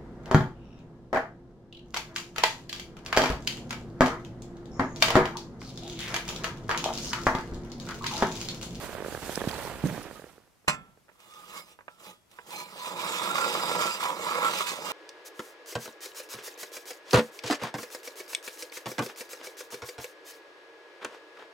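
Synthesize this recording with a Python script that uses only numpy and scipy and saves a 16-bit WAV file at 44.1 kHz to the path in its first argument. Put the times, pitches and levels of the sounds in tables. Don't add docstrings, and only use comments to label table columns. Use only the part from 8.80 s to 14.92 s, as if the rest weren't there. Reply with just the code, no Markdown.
import sys
import numpy as np
from scipy import signal
from scipy.fft import rfft, irfft, next_fast_len
from scipy.io import wavfile

SR = 44100
rng = np.random.default_rng(int(sys.argv[2]) if len(sys.argv) > 2 else 0)


def unload_audio(sound):
    columns = np.transpose(np.atleast_2d(sound))
    steps = np.round(np.clip(columns, -1, 1) * 32767)
    wavfile.write(sys.argv[1], SR, steps.astype(np.int16))


N = 269892
TIME = np.arange(N) / SR


def from_db(db):
    return 10 ** (np.asarray(db) / 20)


def unit_rms(x):
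    return x / np.sqrt(np.mean(x ** 2) + 1e-20)


def envelopes(rows):
    times, *columns = np.transpose(rows)
    inside = (TIME >= times[0]) * (TIME <= times[-1])
    return [from_db(np.interp(TIME, times, column)) * inside for column in columns]


def over_hz(rows, at):
    hz, *columns = np.transpose(rows)
    return [np.interp(np.log(at), np.log(hz), column) for column in columns]


def response(spectrum, size=8192):
    hz = np.maximum(np.arange(size // 2 + 1) * SR / size, 1)
    octaves_out = np.abs(np.log2(hz / np.clip(hz, spectrum[0][0], spectrum[-1][0])))
    level_db = np.maximum(over_hz(spectrum, hz)[0] - 24 * octaves_out, -90)
    cepstrum = irfft(np.log(from_db(level_db)))[:size // 2]
    cepstrum[1:] *= 2
    return irfft(np.exp(rfft(cepstrum, size)))[:size // 2]


def through(x, impulse):
    return signal.oaconvolve(x.astype(np.float32), impulse[None].astype(np.float32), axes=1)[:, :N]


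def coloured(x, spectrum):
    return unit_rms(through(x, response(spectrum)))


def knock(force, spectrum):
    impulse = response(spectrum)
    return through(force, impulse / np.abs(impulse).max())


def ring(hz, t60):
    t = TIME[:SR // 3]
    return np.sin(2 * np.pi * hz * t) * np.exp(-np.log(1000) * t / t60)


def resonate(hz, t60):
    t, damping = TIME[:SR // 3], np.log(1000) / t60
    return 2 * damping / SR * np.cos(2 * np.pi * hz * t) * np.exp(-damping * t)


def decay_from(start, decay_s):
    age = (TIME - start) / decay_s
    return (age >= 0) * (age < 20) * np.exp(-np.clip(age, 0, 20))


def drift(rate):
    return np.interp(TIME * rate, np.arange(N // 20), rng.standard_normal(N // 20))


def shifting(x, depth, rate, q=18, count=16):
    pitches = np.geomspace(2200, 9000, count) * rng.uniform(.98, 1.02, count)
    peaks = (signal.lfilter(*signal.iirpeak(hz, q, fs=SR), x) for hz in pitches)
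    return unit_rms(x + depth * sum(drift(rate) * peak for peak in peaks))


def grains(per_s, spread_db, clump_db, clump_rate):
    clicks = np.zeros((3, N))
    born = rng.random((3, N)) < per_s / SR
    sizes = from_db(spread_db * np.minimum(rng.exponential(1, born.sum()), 4))
    clicks[born] = sizes * rng.choice([-1, 1], born.sum())
    return clicks * from_db(clump_db * np.clip(drift(clump_rate), -2, 2))


PATH_DELAYS = [0, .0007, .0012]
def contacts(rows, crumble, crumble_s):
    force = np.zeros((3, N + SR))
    decay = np.exp(-TIME[TIME < 7 * crumble_s] / crumble_s)
    for s, level_db in rows:
        blow = crumble * decay * rng.standard_normal((3, len(decay)))
        blow[:, 0] += 1
        for path, delay in enumerate(PATH_DELAYS):
            start = int((s + delay) * SR)
            force[path, start:start + len(decay)] += from_db(level_db) * blow[path]
    return force[:, :N]


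def stray_clicks(per_s, spread_db):
    clicks, born = np.zeros(N), rng.random(N) < per_s / SR
    clicks[born] = from_db(spread_db * rng.uniform(-1.1, 1, N)[born])
    return np.array([np.roll(clicks, int(delay * SR)) for delay in PATH_DELAYS])


def stroke(length, swell_db, attack_s=0.03, release_s=0.027, swell_share=0.79):
    age = TIME[:SR]
    attack = np.clip(age / attack_s, 0, 1)
    release = np.exp(-np.maximum(age - length, 0) / release_s)
    swell = from_db(-swell_db * np.clip(1 - age / (swell_share * length), 0, 1))
    return attack * release * swell


def stick_slip(rows, stutter_db=3, stutter_per_s=60):
    out = np.zeros((3, N + 2 * SR))
    for start, length, hz, t60, level_db in rows:
        friction = rng.standard_normal((3, SR)) * stroke(length, swell_db=3.5)
        friction *= from_db(stutter_db * (drift(stutter_per_s)[:SR] + 0.5))
        tone = signal.fftconvolve(friction, resonate(hz, t60)[None], axes=1)
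        tone *= (np.linalg.norm(friction, axis=1) / np.linalg.norm(tone, axis=1))[:, None]
        first = int(start * SR)
        out[:, first:first + tone.shape[1]] += from_db(level_db) * tone
    return out[:, :N]


# (frequency [Hz], level [dB])
AIR_SPECTRUM = [(15, -30), (25, -17), (59, -10.5), (114, -10), (1040, -17), (1230, -18.5), (3160, -24.5),
                (3430, -26), (5730, -26), (13600, -30), (16000, -41)]
def open_air():
    hush = coloured(rng.standard_normal((3, N)), AIR_SPECTRUM)
    return from_db(-67.5) * (0.55 * hush[0] + hush[1:])


def low_rumble(pressure, full_lean_db=-35.5, exponent=2.9):
    swell = (pressure / from_db(full_lean_db)) ** exponent
    return from_db(-65) * swell * coloured(rng.standard_normal((3, N)), [(30, -4), (60, 10), (100, 2)])


# (frequency [Hz], level [dB])
CLOTH_SPECTRUM = [(1470, -7.5), (2500, -4), (4650, -3.5), (5270, -5), (7770, -5.5), (14200, -9),
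                  (15200, -9), (16000, -29)]
def trousers(gain):
    cloth = coloured(grains(per_s=14000, spread_db=4.5, clump_db=1.8, clump_rate=21.6), CLOTH_SPECTRUM)
    return from_db(1.1) * gain * shifting(cloth, depth=0.4, rate=46)


# (time [s], level [dB], frequency [Hz])
GRIT_CRACKS = [(.5522, -28, 4750), (0.5561, -22, 5500), (0.5563, -26, 8200), (.5922, -30, 3570),
               (.602, -33, 3490), (.6345, -34, 4500), (.6842, -28, 5170), (0.6878, -26, 3880),
               (0.6905, -19, 1900), (0.695, -26.5, 3250), (0.712, -26, 4730), (0.741, -30, 4500),
               (.7458, -32, 7840), (1.0715, -32.5, 6700), (1.229, -38.5, 10300)]
# (frequency [Hz], level [dB])
GRIT_SPECTRUM = [(1500, 11), (3800, -1), (8000, -2), (15000, -11)]
def grit(fine_grit):
    pings = np.zeros((3, N))
    for s, level_db, hz in GRIT_CRACKS:
        crack = contacts([(s, level_db)], crumble=0.066, crumble_s=.002)
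        pings += through(crack, ring(hz, t60=0.0052)[:SR // 20])
    cracks = contacts([row[:2] for row in GRIT_CRACKS], crumble=0.062, crumble_s=.002)
    return from_db(-2) * pings + knock(from_db(-3.5) * cracks + fine_grit, GRIT_SPECTRUM)


# (time [s], level [dB])
CRUST_SNAPS = [(0.092, -27), (0.15, -21.5), (0.182, -28), (0.202, -25), (0.222, -25.5), (0.246, -23.5),
               (0.26, -24.5), (0.282, -27), (0.323, -25), (0.348, -20), (0.374, -26), (0.433, -26),
               (0.467, -29), (0.493, -20), (0.524, -38), (0.542, -38), (0.574, -17.5), (0.606, -26.5),
               (0.615, -18), (0.639, -23.5), (0.711, -34), (0.788, -28), (0.85, -26), (0.875, -28),
               (0.899, -39), (0.954, -39), (1.097, -28.5), (1.145, -28), (1.162, -33), (1.177, -27),
               (1.24, -39), (1.255, -39), (1.267, -32), (1.31, -29), (1.355, -47), (1.394, -35),
               (1.419, -36.5), (1.44, -35), (1.466, -42), (1.579, -40.5), (1.601, -52), (1.675, -51),
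               (1.845, -49), (2.084, -56), (2.173, -49), (2.315, -50)]
# (frequency [Hz], level [dB])
SNAP_SPECTRUM = [(40, -25), (200, 1.5), (450, 6), (700, -3.5), (1000, -9.5), (1600, -7.5), (2600, -23),
                 (6000, -69), (15000, -45)]
def crust(gain, first_crack_db=-11, give_s=.0016):
    first_cracks = [(s, level_db + first_crack_db) for s, level_db in CRUST_SNAPS]
    breaks = [(s + give_s, level_db) for s, level_db in CRUST_SNAPS]
    lesser = from_db(8.5) * gain * stray_clicks(per_s=30, spread_db=3.0)
    return knock(contacts(first_cracks + breaks, crumble=0.06, crumble_s=0.003) + lesser, SNAP_SPECTRUM)


# (time [s], heel level [dB], loss per slap [dB], roll level [dB])
FOOTFALLS = [(0.6736, -18.5, 17, -50), (1.0395, -15.5, 6, -30)]
# (frequency [Hz], level [dB])
THUD_SPECTRUM = [(40, -23), (100, -2.5), (165, 1.5), (230, -0.5), (330, -4), (600, -15.5), (1500, -38)]
def footfalls(slap_gap_s=.0142, roll_s=0.091):
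    slaps = [(s + k * slap_gap_s, heel_db - k * loss_db)
             for s, heel_db, loss_db, _ in FOOTFALLS for k in range(3)]
    roll = sum(from_db(roll_db) * decay_from(s, roll_s) for s, _, _, roll_db in FOOTFALLS)
    soles = roll * coloured(grains(per_s=500, spread_db=2, clump_db=-2, clump_rate=110), THUD_SPECTRUM)
    thuds = knock(contacts(slaps, crumble=0.012, crumble_s=0.007), THUD_SPECTRUM)
    heaviest = max(slaps, key=lambda row: row[1])
    sheet = through(contacts([heaviest], crumble=0.011, crumble_s=0.026), ring(hz=178, t60=.25))
    return thuds + soles + from_db(-8) * sheet


# (time [s], crunch level [dB], swish level [dB])
WALK_LEVELS = [(0.0, -39.5, -47), (0.206, -44.5, -55.5), (0.4, -44.5, -49.5), (0.532, -41, -46.5),
               (0.72, -40, -48.5), (0.87, -39.5, -50), (1.018, -44, -54), (1.068, -40.5, -47.5),
               (1.282, -47, -57.5), (1.56, -62, -68), (1.732, -75, -88), (1.82, -82.5, -88)]
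# (frequency [Hz], level [dB])
CRUNCH_SPECTRUM = [(15, -54), (25, -11), (49, -1.5), (133, -4.5), (173, -3.5), (421, -4.5), (535, -3.5),
                   (962, -6), (1620, -9.5), (3470, -20), (4500, -28), (5850, -60), (9900, -120)]
# (start [s], duration [s], frequency [Hz], t60 [s], level [dB])
RUBBER_SQUEAKS = [(0.705, 0.027, 890, .03, -41.5), (0.845, 0.017, 950, 0.017, -45),
                  (1.345, 0.014, 1240, 0.027, -49.5)]
def boots():
    crunch_gain, swish_gain = envelopes(WALK_LEVELS)
    fractures = grains(per_s=3000, spread_db=1.5, clump_db=2.0, clump_rate=120)
    crunch = crunch_gain * coloured(fractures, CRUNCH_SPECTRUM)
    swish = trousers(swish_gain)
    fine_grit = from_db(3.5) * swish_gain * stray_clicks(per_s=14, spread_db=6.0)
    return crunch + swish + crust(crunch_gain) + grit(fine_grit) + footfalls() + stick_slip(RUBBER_SQUEAKS)


# (frequency [Hz], t60 [s], struck [dB], skating [dB], biting [dB])
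SPIRAL_MODES = [(180, .16, -24, 9, -8), (487, .28, -30, 0, -1), (535, .15, -30, -10, -5),
                (609, .15, -16, -5, -7), (850, .24, -30, 3, -3), (975, .12, -24, 2, 4),
                (1049, .18, -12, -14, -16), (1105, .1, -19, -5, -3), (1228, .22, -16, 8, -4),
                (1344, .44, -19.5, -5, 7), (1420, .19, -16, -20, -8), (1509, .1, -26, -12, -7),
                (1750, .33, -31, -14, -18), (1946, .12, -19, -12, -10), (2110, .25, -24, -14, -20),
                (2210, .13, -18, 2, -15), (2363, .13, -18, 0, -12), (2420, .16, -21, 1, -10),
                (2490, .18, -23, -8, -8), (2557, .2, -21, -6, -1), (2640, .16, -23, -8, -10),
                (2790, .12, -21, -6, -12), (2920, .14, -25, -8, -10), (3343, .45, -40, -2, -6),
                (3555, .3, -39, -10, -19), (3600, .25, -43, -10, -17), (3700, .12, -31, -3, -8),
                (3963, .1, -38, -14, -13), (4155, .085, -11, -2, -7), (4478, .25, -36, -8, -7),
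                (4752, .14, -27, 0, -3), (4960, .1, -24, 2, -4), (5165, .17, -28, 0, -12),
                (5329, .15, -33, -8, -9), (5735, .18, -27, 1, -6), (5947, .14, -16, -20, -26),
                (6174, .12, -36, -10, -3), (6934, .15, -35, -12, -5), (7366, .15, -28, -12, -4),
                (7418, .16, -22, -16, -20), (7505, .16, -19, -12, -11), (7666, .14, -26, -14, -16),
                (7865, .17, -28, -14, -16), (8080, .12, -33, 1, -9), (8470, .12, -38, 3, -16),
                (10965, .09, -20, 2, -18)]
# (t60 [s], struck [dB], skating [dB], biting [dB])
RIM_MODES = (0.13, -42.5, -2, -4)
STRUCK, SKATING, BITING = range(3)
def spiral(mode, contact):
    main = sum(from_db(levels[contact]) * mode(hz, t60) for hz, t60, *levels in SPIRAL_MODES)
    rim_t60, *rim_levels = RIM_MODES
    pitches = np.geomspace(1600, 11500, 90) * rng.uniform(.98, 1.02, 90)
    rim = sum(rng.uniform(-.8, 1) * mode(hz, rim_t60) for hz in pitches)
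    return main + from_db(rim_levels[contact]) * rim


# (time [s], level [dB])
LANDING_BLOWS = [(1.8778, -22), (1.8811, -13.5), (1.8843, -15.5), (1.8945, -15.5), (1.922, -31),
                 (1.9315, -30), (1.9445, -33.5)]
# (frequency [Hz], level [dB])
CRUSH_SPECTRUM = [(29, -62), (70, -23), (171, -4), (428, -19), (601, -38), (678, -9), (1070, -3),
                  (2270, -9), (2750, -11), (3100, -17), (4040, -19), (5670, -15), (7570, -15.5),
                  (8600, -24), (11100, -23), (16000, -47)]
BOOM_SPECTRUM = [(30, -19), (60, -13), (100, -14), (150, -1.5), (200, -4.5), (320, -16), (900, -16),
                 (2500, -28.5)]
def landing():
    crush = knock(contacts(LANDING_BLOWS, crumble=0.16, crumble_s=.011), CRUSH_SPECTRUM)
    hardest = max(LANDING_BLOWS, key=lambda row: row[1])
    steel = through(contacts([hardest], crumble=.012, crumble_s=.008), spiral(ring, STRUCK))
    boom = knock(contacts(LANDING_BLOWS, crumble=0.087, crumble_s=0.075), BOOM_SPECTRUM)
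    return from_db(-2) * crush + from_db(-1) * steel + from_db(-22) * boom


# (time [s], level [dB])
HANDLE_CLACKS = [(2.283, -54), (2.2905, -47), (2.297, -49), (2.9895, -44), (3.008, -44), (3.0813, -33),
                 (3.587, -35), (3.593, -42)]
# (frequency [Hz], level [dB])
CLACK_SPECTRUM = [(100, -14), (450, 3.5), (900, 3.5), (1350, 4), (1800, -1), (2600, -11), (4000, -25),
                  (12000, -46)]
def handle(rebound_s=0.00322, rebound_db=-13):
    rebounds = [(s + rebound_s, level_db + rebound_db) for s, level_db in HANDLE_CLACKS]
    return knock(contacts(HANDLE_CLACKS + rebounds, crumble=0.096, crumble_s=0.0059), CLACK_SPECTRUM)


# (start [s], duration [s], frequency [Hz], t60 [s], level [dB])
BLADE_SQUEALS = [(2.31, .1, 1200, .05, -75), (2.45, 0.19, 1226, 0.18, -58.5),
                 (2.71, 0.047, 1117, 0.059, -50), (3.235, 0.042, 3345, 0.34, -65),
                 (2.72, 0.072, 2190, .08, -57), (2.73, 0.062, 4930, .04, -59), (2.74, .06, 5120, .08, -58),
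                 (3.68, 0.12, 4165, 0.18, -52.5), (3.705, .11, 2520, .05, -61),
                 (3.705, 0.1, 2350, 0.091, -54.5), (3.686, 0.11, 985, 0.22, -48),
                 (3.68, 0.13, 843, 0.16, -53), (3.971, 0.42, 995, 0.093, -43.5),
                 (4.15, 0.13, 3774, 0.027, -47.5), (4.46, 0.055, 1358, 0.13, -36.5),
                 (4.546, 0.078, 1371, 0.16, -33), (4.6, .45, 1353, 0.46, -44), (4.99, 0.08, 1344, 0.2, -36),
                 (5.21, 0.1, 974, 0.054, -38.5), (5.59, .08, 1338, .12, -35.5), (5.6, .08, 1090, .04, -38),
                 (4.54, .6, 4900, .025, -46.5), (4.28, .65, 3760, .035, -49)]
# (time [s], frequency [Hz], t60 [s], level [dB])
STRAIN_RELEASES = [(3.084, 1337, 0.29, -53), (3.31, 3345, .55, -62)]
def singing_steel():
    out = stick_slip(BLADE_SQUEALS)
    for s, hz, t60, level_db in STRAIN_RELEASES:
        out += through(contacts([(s, level_db)], crumble=0, crumble_s=.001), ring(hz, t60))
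    return out


# (start [s], duration [s], final level [dB], swell [dB], relative chatter [dB])
BLADE_SCRAPES = [(2.297, 0.066, -74, 1, 4), (2.375, 0.29, -58.5, 6.5, 1.5), (2.665, 0.13, -47.5, 13, 1.5),
                 (2.855, 0.067, -62, -1, 1), (3.082, .081, -71.5, -7, 3), (3.17, 0.13, -52, 12, 1),
                 (3.487, .17, -65.5, 0, 2.5), (3.661, .04, -52.5, -6, -1), (3.698, 0.12, -46, 4.5, -1)]
def scraping(pressure_db=-3):
    gains = np.zeros((3, N))
    for start, length, level_db, swell_db, chatter_db in BLADE_SCRAPES:
        first = int(start * SR)
        mix = from_db([[pressure_db], [chatter_db], [0]])
        gains[:, first:first + SR] += from_db(level_db) * mix * stroke(length, swell_db)
    return gains


# (time [s], level [dB])
HANDLE_LEAN = [(3.84, -60), (3.95, -55), (4.1, -46.5), (4.25, -42), (4.4, -43), (4.6, -38.5), (4.85, -38.5),
               (5.04, -38), (5.18, -48), (5.25, -43.5), (5.4, -42), (5.57, -40.5), (5.8, -40.5),
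               (5.85, -50), (5.91, -44), (6.0, -49.5), (6.12, -42)]
# (time [s], level [dB])
CRANK_SPEED = [(3.84, -70), (3.89, -54.5), (4.08, -42.5), (4.14, -51), (4.22, -38), (4.53, -39.5),
               (4.56, -39.5), (4.7, -37.5), (4.98, -39.5), (5.02, -36), (5.15, -40), (5.19, -45),
               (5.23, -35.5), (5.27, -40), (5.35, -48.5), (5.45, -39.5), (5.82, -36), (5.85, -42),
               (5.89, -35.5), (6.0, -48.5), (6.06, -41), (6.12, -35.5)]
# (centre time [s], duration [s], extra chatter [dB])
BLADE_JUDDERS = [(4.455, 0.13, 5), (4.59, 0.042, 6.5), (5.024, 0.058, 5), (5.257, 0.079, 3.5),
                 (5.486, 0.32, 4), (5.62, 0.14, 6)]
def cutting(lean_share=0.32):
    lean, speed = envelopes(HANDLE_LEAN)[0], envelopes(CRANK_SPEED)[0]
    judder_db = sum(db * np.exp(-(2 * (TIME - s) / length) ** 2) for s, length, db in BLADE_JUDDERS)
    chatter = from_db(3.5 + judder_db) * lean ** lean_share * speed ** (1 - lean_share)
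    return np.array([lean, chatter, from_db(-1.5) * speed])


# (frequency [Hz], level [dB])
SHEET_SPECTRUM = [(24, -50), (40, -53), (102, -18.5), (179, -10), (200, -6), (269, -11.5), (334, -3),
                  (415, -6), (472, -3), (610, -4), (767, -9), (850, -3.5), (1100, -19), (1870, -120)]
def ice_sheet(pressure):
    jolts = grains(per_s=900, spread_db=2.5, clump_db=2.0, clump_rate=70)
    return from_db(-1.5) * pressure * coloured(jolts, SHEET_SPECTRUM)


# (frequency [Hz], level [dB])
CHATTER_SPECTRUM = [(500, -22), (780, -5.5), (950, 2), (1150, 5.5), (1360, 3), (1520, -10.5), (2200, -6.5),
                    (3500, -46)]
def blade_chatter(gain):
    blows = grains(per_s=700, spread_db=1.5, clump_db=1.5, clump_rate=90)
    return from_db(-7) * gain * coloured(blows, CHATTER_SPECTRUM)


# (frequency [Hz], level [dB])
SHAVING_SPECTRUM = [(700, -10), (1600, -2), (2200, -3), (2900, -2.5), (3600, 0), (4350, -4), (4900, -2),
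                    (5700, -3.5), (7800, -4), (9200, -10), (10500, -10.5), (13000, -10), (15800, -16.5)]
# (time [s], level [dB])
BLADE_NICKS = [(2.402, -49), (2.538, -45), (3.514, -49), (3.706, -36)]
def shaving(gain, bite):
    fractures = grains(per_s=4000, spread_db=3.2, clump_db=1.6, clump_rate=80)
    dust = grains(per_s=12000, spread_db=2.5, clump_db=1.2, clump_rate=120)
    frost = from_db(-7) * (1 - bite) * coloured(dust, [(7500, -12), (10000, 0), (14500, -3)])
    flakes = shifting(coloured(fractures, SHAVING_SPECTRUM), depth=.5, rate=35)
    edge = shifting(flakes, depth=.8, rate=14, q=90, count=36)
    nicks = knock(contacts(BLADE_NICKS, crumble=0.18, crumble_s=.006), SHAVING_SPECTRUM)
    return from_db(-1.48) * gain * (edge + frost) + nicks


# (time [s], time constant [s], level [dB], shard frequency [Hz])
HARD_PATCHES = [(4.072, .02, -41.5, 6450), (4.12, 0.016, -44, 3700), (4.193, .03, -44, 5370),
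                (4.289, .02, -38, 7000), (4.358, .03, -43, 6300), (4.432, 0.025, -36, 6200),
                (4.545, 0.063, -34.5, 4800), (4.692, 0.034, -41, 5600), (4.725, 0.052, -37, 4800),
                (4.825, 0.022, -40.5, 4970), (4.876, .025, -36, 3810), (4.916, 0.016, -39, 3460),
                (4.953, .015, -38, 5000), (5.011, 0.058, -35.5, 6700), (5.204, 0.046, -40, 4870),
                (5.39, .02, -47, 5200), (5.455, 0.035, -43, 3830), (5.635, 0.026, -42, 4650),
                (5.772, 0.076, -36, 4900), (5.867, 0.032, -39, 6300), (5.889, 0.022, -42, 7200)]
def shattering():
    cracks = coloured(grains(per_s=1000, spread_db=3, clump_db=2.5, clump_rate=170), SHAVING_SPECTRUM)
    out = np.zeros((3, N))
    for s, decay_s, level_db, hz in HARD_PATCHES:
        span = slice(int(s * SR), int(s * SR) + SR // 3)
        burst = from_db(level_db) * cracks[:, span] * decay_from(s, decay_s)[span]
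        shards = signal.lfilter(*signal.iirpeak(hz, Q=7, fs=SR), burst)
        out[:, span] += burst + from_db(-0.5) * shards
    return from_db(-5) * out


# (time [s], crack level [dB], thump level [dB])
LARGE_CHIPS = [(4.072, -33, -38), (4.417, -22, -40), (4.475, -23, -39), (4.555, -16, -40),
               (4.582, -14.5, -36.5), (4.613, -18, -39), (4.643, -17, -45), (4.668, -30, -31),
               (4.751, -18, -33), (4.796, -19.5, -35), (4.835, -22.5, -31), (4.879, -26, -41),
               (4.893, -18, -33), (4.914, -17.5, -30), (4.952, -19.5, -31.5), (4.991, -20, -40),
               (5.006, -15.5, -34), (5.204, -21.5, -52), (5.229, -20.5, -48), (5.254, -19, -34),
               (5.302, -21, -33), (5.468, -23, -42), (5.553, -18.5, -34), (5.583, -23, -34.5),
               (5.628, -25, -32), (5.646, -20, -40), (5.735, -22, -37), (5.806, -17, -38),
               (5.987, -36, -37.5)]
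# (frequency [Hz], level [dB])
THUMP_SPECTRUM = [(120, -14), (200, -7.5), (330, -4), (520, 2), (800, -3), (1300, -31)]
def chips(biting_pressure):
    small = from_db(8) * biting_pressure * stray_clicks(per_s=8.2, spread_db=6.0)
    cracks = [(s, db) for s, db, _ in LARGE_CHIPS]
    thumps = [(s, db) for s, _, db in LARGE_CHIPS]
    bark = knock(contacts(cracks, crumble=0.095, crumble_s=0.0079) + small, CHATTER_SPECTRUM)
    thump = knock(contacts(thumps, crumble=0.088, crumble_s=0.01), THUMP_SPECTRUM)
    crackle = knock(contacts(cracks, crumble=0.3, crumble_s=0.0055) + small, SHAVING_SPECTRUM)
    return from_db(-9.5) * bark + from_db(2) * thump + from_db(-16.5) * crackle


# (time [s], bite [0 skating to 1 biting])
BLADE_BITE = [(3.55, 0.027), (3.75, 0.086), (4.3, 0.65)]
def drilling():
    pressure, chatter_gain, shaving_gain = scraping() + cutting()
    bite = np.interp(TIME, *np.transpose(BLADE_BITE))
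    shaking = ice_sheet(pressure)
    rumble = low_rumble(pressure)
    bark = blade_chatter(chatter_gain)
    hiss = shaving(shaving_gain, bite) + shattering()
    clacks = handle()
    force = shaking + bark + hiss + chips(bite * pressure)
    skating = through(force * (1 - bite), spiral(resonate, SKATING))
    biting = through(force * bite + clacks / 2, spiral(resonate, BITING))
    return force + clacks + from_db(1.5) * skating + from_db(7.5) * biting + rumble


def place(paths, direction, left_lag_ms):
    size = 2 * next_fast_len(N // 2 + SR // 4)
    hz = np.maximum(np.arange(size // 2 + 1) * SR / size, 1)
    share, pan_db = over_hz(direction, hz)
    share = np.clip(share, 0, 1)
    sides = from_db([pan_db / 2, -pan_db / 2])
    phase = np.pi * hz * left_lag_ms / 1000 * np.array([[1], [-1]])
    direct = sides * np.sqrt(share) * np.exp(-1j * phase)
    scattered = sides * np.sqrt(1 - share)
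    centre = np.sqrt(np.abs(direct.sum(0)) ** 2 + (scattered ** 2).sum(0)) / 2
    spectra = rfft(paths, size)
    return irfft((direct * spectra[0] + scattered * spectra[1:]) / centre)[:, :N]


# (frequency [Hz], direct share of power [0-1], left minus right [dB])
AUGER_DIRECTION = [(60, 0.14, 9), (151, 0.7, -3.5), (410, 1, -4), (1310, 0.99, -5.5), (2140, 0.4, -11),
                   (2480, 0.84, -6), (4140, 0.22, -2.5), (6150, 0.85, -0.5), (7700, 0, -4),
                   (12100, 0.57, -3), (15800, 0, -2)]
BOOTS_DIRECTION = [(60, 0.16, 4), (197, 0.93, -9), (690, 1, -8.5), (1610, 0.83, -7.5), (3270, 0.11, -7.5),
                   (7080, 0.083, -4.5), (15900, 0.053, -4.5)]
def scene():
    auger = place(landing() + drilling() + singing_steel(), AUGER_DIRECTION, left_lag_ms=-.18)
    walker = place(boots(), BOOTS_DIRECTION, left_lag_ms=.04)
    return auger + walker + open_air()


CUTOFF_HZ = 15800
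def record(dry):
    return signal.sosfilt(signal.ellip(12, .1, 80, CUTOFF_HZ, fs=SR, output="sos"), dry)


dry = scene()
out = record(dry)
unload_audio(out)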